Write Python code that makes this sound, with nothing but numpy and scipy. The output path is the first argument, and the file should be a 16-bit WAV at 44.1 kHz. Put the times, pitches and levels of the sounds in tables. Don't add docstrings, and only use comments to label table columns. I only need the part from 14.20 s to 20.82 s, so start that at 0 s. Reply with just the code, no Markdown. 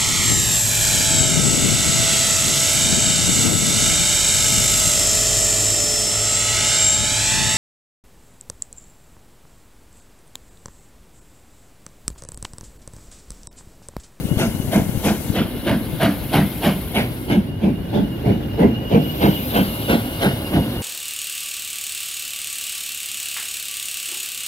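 import sys
import numpy as np
from scipy import signal
from scipy.fft import rfft, irfft, next_fast_len
from scipy.io import wavfile
from scipy.ndimage import uniform_filter1d, map_coordinates

SR = 44100
rng = np.random.default_rng(int(sys.argv[2]) if len(sys.argv) > 2 else 0)


def log_audio(samples):
    frames = np.atleast_2d(samples).T
    limited = np.clip(frames, -1, 1)
    pcm = np.round(limited * 32767).astype(np.int16)
    wavfile.write(sys.argv[1], SR, pcm)


N = 291942
TIME = np.arange(N) / SR
FREQS = np.fft.rfftfreq(N, 1 / SR)

# time_s, share (0-1)
HIDDEN = [(2.35, 0.15), (2.8, 0.34), (3.05, .48), (3.33, 0.97), (3.7, 0.84), (4.6, 0.82), (4.95, 0.3),
          (5.3, 0.08)]
# time_s, left_lead_ms
BEARING = [(0, 0.13), (1.6, 0.033), (2.55, 0.0043), (3.15, 0.3), (3.7, 0.61), (4.4, 0.43), (5.4, .3),
           (6.62, .13)]
# pitch_hz, level_db
DEEP_RUMBLE = [(20, -38), (32, -23), (46, -7.5), (64, -2), (85, -9), (130, -7)]
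RUMBLE = [(25, -41), (45, -4), (65, -0.5), (85, -2), (120, 4.5), (170, -6), (230, 0), (310, -3.5),
          (400, -9.5), (700, -38)]
WHEELS = [(220, -7), (350, -9), (520, 6.5), (700, 0), (1000, -6), (1250, -13), (1450, -6), (1850, -12),
          (2400, -16), (3200, -19.5), (6000, -31.5)]
# pitch_hz, level_db
STEAM = [(1000, 4), (2000, -2), (3000, 6.5), (4100, 2), (4700, -2.5), (5400, -7.5), (8000, -20.5),
         (12000, -30), (16000, -34)]
LEAK = [(4000, -7), (6500, -11), (8500, -9), (10000, -1), (11500, -2.5), (13500, 5.5), (14800, -1.5),
        (16000, 0.5)]
# time_s, pitch_hz
LEAK_HZ = [(0, 11100), (2.6, 11400), (3.1, 10600), (5.1, 13100), (5.8, 11000)]
# time_s, level_db
SINGING = [(0, -44), (1.4, -51), (2.6, -56), (3.95, -44.5), (4.95, -35), (5.3, -42.5), (6.6, -40)]
# pitch_hz, level_db
WIND_LOW = [(20, -41), (50, -9), (130, -6.5), (280, -12), (450, -18), (1000, -36), (3000, -70)]
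# time_s (middle of the thump), level_db
BUFFETS = [(0.055, -5), (0.116, -1.5), (0.173, -2.5), (0.351, -7.5), (0.402, -5), (0.695, -4.5),
           (0.776, -5.5), (1.103, -1.5)]
# start_s, level_db, brightness_db, rasp_hz
BEATS = [(0.168, -22, 0.5, 2800), (.507, -18.5, -3, 2200), (.827, -20, 0, 3263), (1.137, -22, 1, 3200),
         (1.452, -19.5, -0.5, 1560), (1.793, -17.7, 1, 1330), (2.114, -16.4, 0.5, 1470),
         (2.415, -18.5, 1.5, 2860), (2.734, -20.5, 5.5, 2360), (3.078, -19, 2.5, 2860),
         (3.407, -18.5, 0, 2420), (3.716, -19, 0, 3520), (4.035, -18.5, -2, 2250), (4.376, -13.5, -2, 2080),
         (4.698, -15, -3, 3020), (4.999, -15.5, -1.5, 2300), (5.328, -18.5, -0.5, 2920),
         (5.672, -17, -1, 3400), (5.997, -18.5, 0, 1478), (6.311, -20.5, -7.5, 1960)]
# pitch_hz, width_hz, lift_db
CHIMNEY = [(125, 30, 2), (290, 40, 2), (680, 80, 3), (900, 120, 3), (1500, 240, 4), (2150, 90, 4),
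           (3050, 400, 3)]
# time_s, pitch_hz
BARK_HZ = [(2.73, 660), (3.08, 345), (5.0, 490)]
# pitch_hz, level_db
BOOM = [(25, -35), (55, -6), (90, -5), (140, -0.5), (220, -0.5), (300, -5.5), (380, -18), (600, -66)]
BARK = [(200, -22), (330, -1), (420, -4), (560, -4.5), (800, -10), (1000, -16), (1400, -57)]
RUSH = [(600, -21), (1000, 4), (1250, 0.5), (1550, 3.5), (1900, 2.5), (2500, 1.5), (3200, -3)]
SIZZLE = [(1800, -79), (2650, 4.5), (3300, 4.5), (4200, -1), (5200, -19), (7500, -25), (9000, -8),
          (11000, -0.5), (13000, -2.5), (16000, -18)]
# first_delay_ms, last_delay_ms, strength (ratio)
REFLECTIONS = [(2.307, 2.7, 0.038), (6.6, 7.4, 0.14), (13.95, 12.9, 0.12), (21.45, 20.2, 0.16)]
# pitch_hz, fall_s
CUTTING = [(100, 0.29), (300, 0.62), (1000, 0.55), (4000, 0.55), (12000, 0.24)]
# pitch_hz, level_db, fall_s (time to fall 60 dB)
BRIDGE = [(166, 1, 0.87), (194, -2, 0.68), (222, 6, 0.097), (293, 4, 0.27)]
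# start_s, level_db
THUDS = [(3.171, -6), (3.435, -10.5), (3.821, -16)]
# pitch_hz, left_minus_right_db
BALANCE = [(100, 0.5), (400, -1.4), (700, -2), (1300, 0.5), (2600, -1), (4000, 1.5), (5500, 5.5),
           (7800, 12.5), (10000, 5), (13000, 5.5), (15500, 7)]
# pitch_hz, lift_db
BRIGHT_LIFT = [(3500, 0.5), (5000, 6), (6500, 13.5), (8500, 13), (10000, 6), (13000, 5), (15500, 8)]

SPEED_M_PER_S, DEPTH_M, UNDER_S = 6.54, 6.53, 3.85
DIRECT_OPEN, DIRECT_LOST = 0.87, 0.75
SINGING_HZ, WARBLE_HZ, WARBLE_PER_S, CREST_S = 2858, 36.2, 4.0, 4.38
WIND_DB, WIND_UNTIL_S, WIND_FALL_DB_PER_S = -24, 0.3, 4
BOOM_HZ, BOOM_SCATTER = 207.2, 0.11
BARK_OPEN_DB, BARK_HIDDEN_DB = 3.5, 9.5
RASP_WIDTH_HZ, RASP_OPEN_DB, RASP_HIDDEN_DB = 450, 3, 9.5
BRIGHT_UNTIL_S, BRIGHT_FADE_S = 1.18, 0.095
EDGE_HZ = 15800


def gain_of(db):
    return 10 ** (np.asarray(db) / 20)


def evened(x):
    return x / np.sqrt(np.mean(x ** 2) + 1e-20)


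def read(points, hz):
    f, value = np.transpose(points)
    return np.interp(np.log(hz + 1), np.log(f + 1), value)


def curves(rows):
    s, *columns = np.transpose(rows)
    return [np.interp(TIME, s, c) for c in columns]


def add(mix, s, sound):
    part = mix[..., max(round(s * SR), 0):][..., :sound.shape[-1]]
    part += sound[..., :part.shape[-1]]


def shape(points):
    below, above = points[0][0] / 2, points[-1][0] * np.sqrt(2)
    fall_above = 1 + (FREQS / above) ** 4
    fall_below = 1 + (below / (FREQS + 1)) ** 4
    return gain_of(read(points, FREQS)) / fall_above / fall_below


def lift(hz, width, db):
    return db / (1 + (2 * hz / width) ** 2)


def noise(gain):
    size = next_fast_len(N, True)
    gain = np.interp(np.fft.rfftfreq(size, 1 / SR), FREQS, gain)
    waves = rng.standard_normal(len(gain)) + 1j * rng.standard_normal(len(gain))
    return evened(irfft(gain * waves, size)[:N])


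def flutter(rate_hz, depth_db):
    wander = np.clip(noise(1 / (1 + (FREQS / rate_hz) ** 4)), -2.5, 2.5)
    return evened(gain_of(depth_db * wander))


def narrow(hz, width_hz):
    band = 1 / (1 + (2 * FREQS / width_hz) ** 2)
    turn = 2 * np.pi * np.cumsum(hz * np.ones(N)) / SR
    return evened(np.array([noise(band) * np.cos(turn) + noise(band) * np.sin(turn) for port in range(2)]))


def churned(x, depth_db):
    z = signal.stft(x, SR, nperseg=512, noverlap=384)[2]
    patches = uniform_filter1d(rng.standard_normal(z.shape[1:]), size=4, axis=0)
    patches = evened(uniform_filter1d(patches, size=7, axis=1))
    z = z * evened(gain_of(depth_db * patches))
    return signal.istft(z, SR, nperseg=512, noverlap=384)[1][:, :N]


def hidden(t):
    return np.clip(np.interp(t, *np.transpose(HIDDEN)), 0, 1)


def behind(t, turn_m=2.2):
    return .5 + .5 * np.tanh(SPEED_M_PER_S * (t - UNDER_S) / turn_m)


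def passing(db, spread, screen_db, behind_db):
    distance_m = np.hypot(DEPTH_M, SPEED_M_PER_S * (TIME - UNDER_S))
    level_db = db + screen_db * hidden(TIME) + behind_db * behind(TIME)
    return gain_of(level_db) * (DEPTH_M / distance_m) ** spread


def at_ports(gain, blur_hz=900, compact=1):
    lead_ms = curves(BEARING)[0]
    direct = np.clip((DIRECT_OPEN - DIRECT_LOST * hidden(TIME) ** 2) * compact, 0, 1)
    jet = noise(gain)
    late = map_coordinates(jet, [np.arange(N) - lead_ms * SR / 1000], order=3, mode="nearest")
    alike = 1 / (1 + (FREQS / blur_hz) ** 2)
    share = np.sum(gain ** 2 * alike) / np.sum(gain ** 2)
    apart = np.array([noise(gain * np.sqrt(1 - alike)) for port in range(2)])
    scattered = np.sqrt(share) * noise(gain * np.sqrt(alike)) + np.sqrt(1 - share) * apart
    return np.sqrt(direct) * np.array([jet, late]) + np.sqrt(1 - direct) * scattered


def rolling():
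    deep = passing(db=-38.0, spread=0.22, screen_db=6, behind_db=-5.5) * at_ports(shape(DEEP_RUMBLE))
    rumble = passing(db=-28.5, spread=0.042, screen_db=1.05, behind_db=2.5) * at_ports(shape(RUMBLE))
    rumble = rumble * flutter(33, 1.0)
    wheels = passing(db=-38.0, spread=0.047, screen_db=-3.5, behind_db=4.5) * at_ports(shape(WHEELS))
    wheels = wheels * flutter(45, 1.0)
    ring = passing(db=-41.5, spread=0.59, screen_db=-21, behind_db=-2) * narrow(2140, 110)
    return deep + rumble + wheels + ring


def leaks(beam_hz=2000, beam_db=8, surge_db=4, surge_lag_s=0.037, surge_length_s=0.048):
    surge = sum(np.exp(-((TIME - row[0] - surge_lag_s) / surge_length_s) ** 2) for row in BEATS)
    steam = gain_of(surge_db * surge) * at_ports(shape(STEAM), compact=0.57) * flutter(29.5, 1.0)
    steam = steam * passing(db=-36.0, spread=0.53, screen_db=-15, behind_db=3.5)
    hz, t, z = signal.stft(at_ports(shape(LEAK), compact=0.2), SR, nperseg=512)
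    centre_hz = np.interp(t, *np.transpose(LEAK_HZ))
    z = z * gain_of(beam_db * np.exp(-((hz[:, None] - centre_hz) / beam_hz) ** 2))
    hiss = evened(signal.istft(z, SR, nperseg=512)[1][:, :N]) * flutter(42, 0.37)
    hiss = hiss * passing(db=-23, spread=1.29, screen_db=-29.0, behind_db=0.0)
    return churned(steam, depth_db=3.0) + churned(hiss, depth_db=1.8)


def singing(swell_db=1.5):
    warble = np.cos(2 * np.pi * WARBLE_PER_S * (TIME - CREST_S))
    pitch_hz = (SINGING_HZ + WARBLE_HZ * warble) * flutter(7.7, 0.0306)
    level = gain_of(curves(SINGING)[0] + swell_db * warble)
    return level * narrow(pitch_hz, 73) * flutter(9.1, 3.3)


def wind(swing_hz=140, length_s=0.0023, right_db=-17):
    level_db = WIND_DB - WIND_FALL_DB_PER_S * np.maximum(TIME - WIND_UNTIL_S, 0)
    left = gain_of(level_db) * noise(shape(WIND_LOW)) * flutter(25, 5.1)
    t = np.arange(-SR // 25, SR // 25) / SR
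    for (s, db), (phase, size) in zip(BUFFETS, rng.random((len(BUFFETS), 2))):
        thump_hz = swing_hz * (0.92 + .5 * size)
        eddy = np.exp(-(t / length_s) ** 2) * np.cos(2 * np.pi * (thump_hz * t + phase))
        add(left, s + t[0], gain_of(db) * eddy)
    return np.array([left, gain_of(right_db) * left])


def blasts(spectrum, levels_db, delay_s, rise_s, hold_s, decay_s, rough_db, rough_hz, ring_db=10, lumpy_db=1.66):
    chimney_db = sum(lift(FREQS - hz, width, db) for hz, width, db in CHIMNEY)
    jet = at_ports(shape(spectrum) * gain_of(chimney_db)) * flutter(rough_hz, rough_db)
    t = np.arange(int(.3 * SR)) / SR
    hz = np.fft.rfftfreq(len(t), 1 / SR)
    age = t - delay_s
    opening = np.sin(np.pi / 2 * np.clip(age / rise_s, 0, 1)) ** 2
    flow = opening * np.exp(-np.maximum(age - rise_s - hold_s, 0) / decay_s)
    out = np.zeros((2, N))
    booms_hz = BOOM_HZ * (1 + BOOM_SCATTER * rng.uniform(-1.03, 1, len(BEATS)))
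    for (s, _, _, rasp_hz), db, boom_hz in zip(BEATS, levels_db, booms_hz):
        bark_hz = np.interp(s, *np.transpose(BARK_HZ))
        colour_db = lift(hz - boom_hz, 50, ring_db)
        colour_db = colour_db + lift(hz - bark_hz, 64, BARK_OPEN_DB + BARK_HIDDEN_DB * hidden(s))
        colour_db = colour_db + lift(hz - rasp_hz, RASP_WIDTH_HZ, RASP_OPEN_DB + RASP_HIDDEN_DB * hidden(s))
        colour_db = colour_db + lumpy_db * evened(uniform_filter1d(rng.standard_normal(len(hz)), size=45))
        piece = jet[:, round(s * SR):][:, :len(t)]
        puff = irfft(rfft(piece, len(t), axis=1) * gain_of(colour_db), len(t), axis=1)
        add(out, s, gain_of(db) * evened(puff * flow))
    return out


def exhaust(boom_tilt=-0.48, sizzle_tilt=1.3, rush_screen_db=-15, sizzle_screen_db=-20,
            boom_rear_db=-1.04, bark_rear_db=1):
    s, strength_db, bright_db, _ = np.transpose(BEATS)
    boom_db = strength_db + boom_tilt * bright_db + boom_rear_db * behind(s)
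    bark_db = strength_db + bark_rear_db * behind(s)
    rush_db = strength_db + bright_db + rush_screen_db * hidden(s)
    sizzle_db = strength_db + sizzle_tilt * bright_db + sizzle_screen_db * hidden(s)
    boom = blasts(BOOM, boom_db, delay_s=0.00045, rise_s=0.061, hold_s=0.025, decay_s=0.037,
                  rough_db=0.5, rough_hz=83.0)
    bark = blasts(BARK, bark_db, delay_s=-0.011, rise_s=0.052, hold_s=0.03, decay_s=0.028,
                  rough_db=0.5, rough_hz=150)
    rush = blasts(RUSH, rush_db, delay_s=-0.0024, rise_s=0.041, hold_s=0.022, decay_s=0.037,
                  rough_db=1.5, rough_hz=199)
    sizzle = blasts(SIZZLE, sizzle_db, delay_s=-0.0022, rise_s=0.031, hold_s=0.015, decay_s=0.041,
                    rough_db=2.5, rough_hz=200)
    treble = churned(gain_of(-11.0) * rush + gain_of(-15) * sizzle, depth_db=2.5)
    return gain_of(-3.0) * boom + gain_of(-8.0) * bark + treble


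def reflected(x):
    treble = signal.sosfilt(signal.butter(1, 350, "highpass", fs=SR, output="sos"), x)
    out = x.copy()
    for first_ms, last_ms, strength in REFLECTIONS:
        then = TIME - np.linspace(first_ms, last_ms, N) / 1000
        out += strength * np.array([map_coordinates(port, [then * SR], order=3) for port in treble])
    return out


def cutting(x):
    size = SR // 2
    taps = rng.standard_normal((2, size)) * (rng.random((2, size)) < 2000 / SR) * (TIME[:size] > .03)
    hz, t, z = signal.stft(taps, SR, nperseg=256)
    z = np.array([z[0], np.where((hz < 500)[:, None], z[0], z[1])])
    fading = gain_of(-60 * t / read(CUTTING, hz)[:, None])
    tail = signal.istft(z * fading, SR, nperseg=256)[1]
    return signal.fftconvolve(x, tail / np.linalg.norm(tail[0]), axes=1)[:, :N]


def bridge(x, nearest_s=3.32, spread_s=1.0, drive_db=-7):
    t = TIME[:SR // 2]
    ring = sum(gain_of(db - 60 * t / fall_s) * np.sin(2 * np.pi * hz * t) for hz, db, fall_s in BRIDGE)
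    near = x.mean(0) * np.exp(-((TIME - nearest_s) / spread_s) ** 2)
    return gain_of(drive_db) * np.std(near) * evened(signal.fftconvolve(near, ring)[:N])


def thuds(ring_hz=203, swell_s=0.0091):
    t = TIME[:SR // 8]
    thud = t / swell_s * np.exp(1 - t / swell_s) * np.sin(2 * np.pi * ring_hz * t)
    out = np.zeros(N)
    for s, db in THUDS:
        add(out, s, gain_of(db) * thud)
    return out


def scene():
    beats = exhaust()
    train = reflected(beats + rolling() + leaks() + singing())
    train = train + gain_of(-19.0) * cutting(beats) + bridge(beats) + thuds()
    ratio = gain_of(read(BALANCE, FREQS))
    ports = np.array([ratio, np.ones_like(ratio)]) * np.sqrt(2 / (1 + ratio ** 2))
    left, right = gain_of(-0.29) * irfft(rfft(train, axis=1) * ports, N, axis=1)
    fade = np.clip((BRIGHT_UNTIL_S - TIME) / BRIGHT_FADE_S, 0, 1)
    sheen = fade * irfft(rfft(left) * (gain_of(read(BRIGHT_LIFT, FREQS)) - 1), N)
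    return np.array([left + sheen, right]) + wind()


def record(dry):
    rounded = dry / (1 + dry ** 6) ** (1 / 6)
    low_pass = signal.firwin(1023, EDGE_HZ, window=("kaiser", 11), fs=SR)
    return signal.oaconvolve(rounded, low_pass[None], "same")


dry = scene()
out = record(dry)
log_audio(out)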